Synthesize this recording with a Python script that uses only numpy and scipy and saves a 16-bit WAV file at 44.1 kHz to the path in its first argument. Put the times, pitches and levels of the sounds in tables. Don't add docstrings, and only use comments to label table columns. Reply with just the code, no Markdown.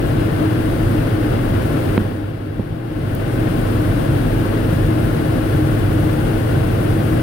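import sys
import numpy as np
from scipy import signal
from scipy.fft import rfft, irfft
from scipy.io import wavfile
from scipy.ndimage import uniform_filter1d, minimum_filter1d

SR = 44100
rng = np.random.default_rng(int(sys.argv[2]) if len(sys.argv) > 2 else 0)


def wav_out(sig):
    wavfile.write(sys.argv[1], SR, np.round(np.clip(np.atleast_2d(sig).T, -1, 1) * 32767).astype(np.int16))


N = 318402
T, HZ = np.arange(N) / SR, np.fft.rfftfreq(N, 1 / SR)


def gain_of(db):
    return 10 ** (np.asarray(db) / 20)


def pan(db):
    return gain_of([[db / 2], [-db / 2]])


def colour(points):
    hz, db = np.transpose(points)
    return gain_of(np.interp(np.log(HZ + 1), np.log(hz), db))


def above(hz, order):
    return 1 / np.sqrt(1 + (hz / (HZ + 1)) ** (2 * order))


def white():
    return rfft(rng.standard_normal(N)) * np.sqrt(SR / 2)


def wander(rate_hz):
    curve = irfft(white() * np.exp(-(HZ / rate_hz) ** 2), N)
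    return curve / curve.std()


def swell(depth_db, rate_hz):
    return gain_of(depth_db * wander(rate_hz))


SHUT_AT_S, SHUT_TAKES_S = 1.954, 0.47
OPEN_AT_S, OPEN_TAKES_S = 2.834, 0.82


def eased(start_s, length_s):
    progress = np.clip((T - start_s) / length_s, 0, 1)
    return 1 - (1 - progress) ** 2


def airflow(open_db, drop_db, growth_db_per_s):
    shut = eased(SHUT_AT_S, SHUT_TAKES_S) - eased(OPEN_AT_S, OPEN_TAKES_S)
    return gain_of(open_db - drop_db * shut + growth_db_per_s * T)


def steadied(spectra, share, smooth_s=0.062):
    sound = irfft(spectra, N)
    power = uniform_filter1d((sound ** 2).mean(0), max(int(smooth_s * SR), 1))
    return sound * (power / power.mean()) ** (-np.clip(share, 0, 1) / 2)


# centre in Hz, width in Hz,
# peak level in dB per Hz, left minus right in dB, left lead in radians (used above 170 Hz only).
CABIN_MODES = [(38.2, 30, -41, 3.5, -0.5), (53.2, 8.4, -45, 10.5, 0), (99, 16.8, -34.5, -2, -1),
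               (116, 18, -35, 1, 0), (148.7, 29, -40, 3.5, 0), (194.5, 51, -48.5, -3, 0.5),
               (252, 74, -45, 1, 0.63), (311.4, 26, -39.5, 3, 0.3), (339, 59, -48, -1, 0.13),
               (431, 59, -53.5, 4.5, -1.1), (518, 58, -53.5, -3, 1.5), (670.4, 60, -53, 8, -3),
               (802, 81, -59.5, 9.5, 4), (880, 90, -71, -12.5, 2), (1097, 230, -68, 11.5, -3),
               (1416, 110, -73.5, 7, -1), (1497, 144, -68, 11, -0.4), (2185, 180, -85, 13, -0.5),
               (2760, 310, -81, -7, -0.4), (3357, 65, -78, -12, 0.5), (4780, 340, -89, 14, 1)]
# level with the vent open in dB, drop with it shut in dB,
# growth as the glider gathers speed in dB per second.
RUMBLE_FLOW = (0.2, 8.6, 0.01)
HUM_FLOW = (-0.78, 9.2, 0.34)
DRONE_FLOW = (1.3, 7.4, 0.0)
# depth in dB (standard deviation), rate in Hz where they fade out.
HUM_TURBULENCE = (1.94, 14)
DRONE_TURBULENCE = (1.44, 10.4)
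# time in seconds, gain in dB.
DRONE_RISE_AND_FALL = [(0, 3), (1.7, -2.5), (4.7, -1.5), (5.0, 2.5), (6.1, 1), (6.6, -3), (7.2, 2.5)]


def cabin(rumble_cut_hz=24, hum_steadiness=1.0, drone_steadiness=0.3, rest_steadiness=0.085):
    hum, drone, rest = np.zeros((3, 2, len(HZ)), complex)
    for hz, width, db, side_db, lead in CABIN_MODES:
        ring = white() * gain_of(db) / (1 + 2j * (HZ - hz) / width) ** 2
        if 72 < hz < 170:
            group = hum
        elif 285 < hz < 323:
            group = drone
        else:
            group = rest
        skew = lead * (hz > 170)
        group += ring * pan(side_db) * np.exp(.5j * skew * np.array([[1], [-1]]))
    hum = steadied(hum, hum_steadiness) * airflow(*HUM_FLOW) * swell(*HUM_TURBULENCE)
    drone = steadied(drone, drone_steadiness) * airflow(*DRONE_FLOW) * swell(*DRONE_TURBULENCE)
    drone *= gain_of(np.interp(T, *np.transpose(DRONE_RISE_AND_FALL)))
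    rest = steadied(rest * above(rumble_cut_hz, order=4), rest_steadiness) * airflow(*RUMBLE_FLOW)
    return hum + drone + rest


# channel (0 left, 1 right), delay in seconds, level in dB.
WALL_ECHOES = [(0, .0029, -20), (0, .0066, -19), (0, .0113, -22), (1, .0031, -21), (1, .0047, -19),
               (1, .0094, -21)]


def walls(dull_hz=4500):
    response = np.ones((2, len(HZ)), complex)
    lining = 1 / (1 + (HZ / dull_hz) ** 4)
    for channel, delay, db in WALL_ECHOES:
        response[int(channel)] += gain_of(db) * np.exp(-2j * np.pi * HZ * delay) * lining
    return response


# frequency in Hz, level in dB per Hz.
LEFT_AIR = [(550, -49), (800, -58.5), (960, -60.0), (1550, -54.5), (2400, -67.5), (2800, -68.5),
            (4100, -76.5), (6100, -85), (7700, -85), (8900, -77), (11000, -79.5), (12000, -81.5),
            (15700, -83.5)]
RIGHT_AIR = [(550, -47), (640, -56), (760, -65), (900, -87), (1050, -68), (1600, -67.5), (2050, -70.5),
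             (3200, -80), (4800, -82.5), (6200, -90), (8200, -99), (10000, -98), (12500, -89.5),
             (15600, -79.5)]
# frequency in Hz, gain in dB.
AIR_TRIM = [(100, -3.5), (450, -3.5), (650, -3.5), (900, -1.5), (1500, -5), (2400, -2), (2800, 0.5),
            (4000, 0)]
# level with the vent open in dB, drop with it shut in dB,
# growth as the glider gathers speed in dB per second.
ROAR_FLOW = (0.3, 9.4, 0.01)
HISS_FLOW = (-0.3, 12, 0.22)


def rush(low_hz=190, hiss_hz=5600, eddy_db=0.48, flutter_db=0.66):
    air = np.array([white() * colour(LEFT_AIR), white() * colour(RIGHT_AIR)])
    air *= above(low_hz, order=2) * colour(AIR_TRIM) * walls()
    treble = above(hiss_hz, order=8) ** 2
    roar = irfft(air * (1 - treble), N) * airflow(*ROAR_FLOW) * swell(eddy_db, rate_hz=42)
    hiss = irfft(air * treble, N) * airflow(*HISS_FLOW) * swell(flutter_db, rate_hz=30)
    return roar + hiss


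# start in seconds, level in dB, centre in Hz,
# time to fall 60 dB in seconds, left minus right in dB.
SLIDE_TICKS = [(3.15, -27, 13700, .018, -3.5), (6.62, -40, 14500, .012, 0)]


def ticks(width_hz=4800):
    out = np.zeros((2, N))
    for s, db, hz, t60, side_db in SLIDE_TICKS:
        band = np.exp(-(2 * (HZ - hz) / width_hz) ** 2 / 2)
        fizz = irfft(np.array([white(), white()]) * band, N)
        decay = (T >= s) * gain_of(db - 60 * abs(T - s) / t60)
        out += fizz / fizz.std() * pan(side_db) * decay
    return out


# frequency in Hz, level in dB, time to fall 60 dB in seconds.
FLAP_MODES = [(125, -16, .1), (205, -11, .07), (250, 0, .018), (350, -9, .04), (490, -9, .02),
              (850, -13, .012)]
# start in seconds, gain in dB, contact time
# constant in seconds, crack in dB relative to that gain and before its low-pass, left minus right in dB.
FLAP_KNOCKS = [(1.9781, 10, .0008, -4, -3), (2.0065, -7, .0012, -38, -3), (2.0155, -7, .0012, -38, -3),
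               (2.0505, -9, .0012, -38, -3), (2.5958, -2.5, .001, -37, -5)]
CRACK_HZ, CRACK_T60_S = 2700, .0065


def knocks():
    out, t = np.zeros((2, N)), T[:SR // 4]
    ring = sum(gain_of(db - 60 * t / t60) * np.sin(2 * np.pi * hz * t) for hz, db, t60 in FLAP_MODES)
    dull = signal.butter(4, CRACK_HZ, fs=SR, output="sos")
    for s, db, contact, crack_db, side_db in FLAP_KNOCKS:
        push = (t / contact - 1) * np.exp(-t / contact)
        body = signal.fftconvolve(ring, push / abs(push).sum())[:len(t)]
        burst = rng.standard_normal(len(t)) * gain_of(crack_db - 60 * t / CRACK_T60_S)
        crack = signal.sosfilt(dull, burst)
        out[:, round(s * SR):][:, :len(t)] += gain_of(db) * pan(side_db) * (body + crack)
    return out


def scene():
    return cabin() + rush() + ticks() + knocks()


def record(dry, threshold_db=1.5, recovery_db_per_s=420, ceiling=.98, edge_hz=15850):
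    over_db = np.maximum(20 * np.log10(abs(dry).max(0) + 1e-9) - threshold_db, 0)
    fall = T * recovery_db_per_s
    duck_db = np.maximum.accumulate(over_db + fall) - fall
    early_db = uniform_filter1d(minimum_filter1d(-duck_db, size=128), size=128)
    held = dry * gain_of(early_db)
    rounded = held / (1 + (held / ceiling) ** 8) ** (1 / 8)
    lowpass = signal.firwin(511, edge_hz, window=("kaiser", 9), fs=SR)
    return signal.oaconvolve(rounded, lowpass[None], "same")


dry = scene()
out = record(dry)
wav_out(out)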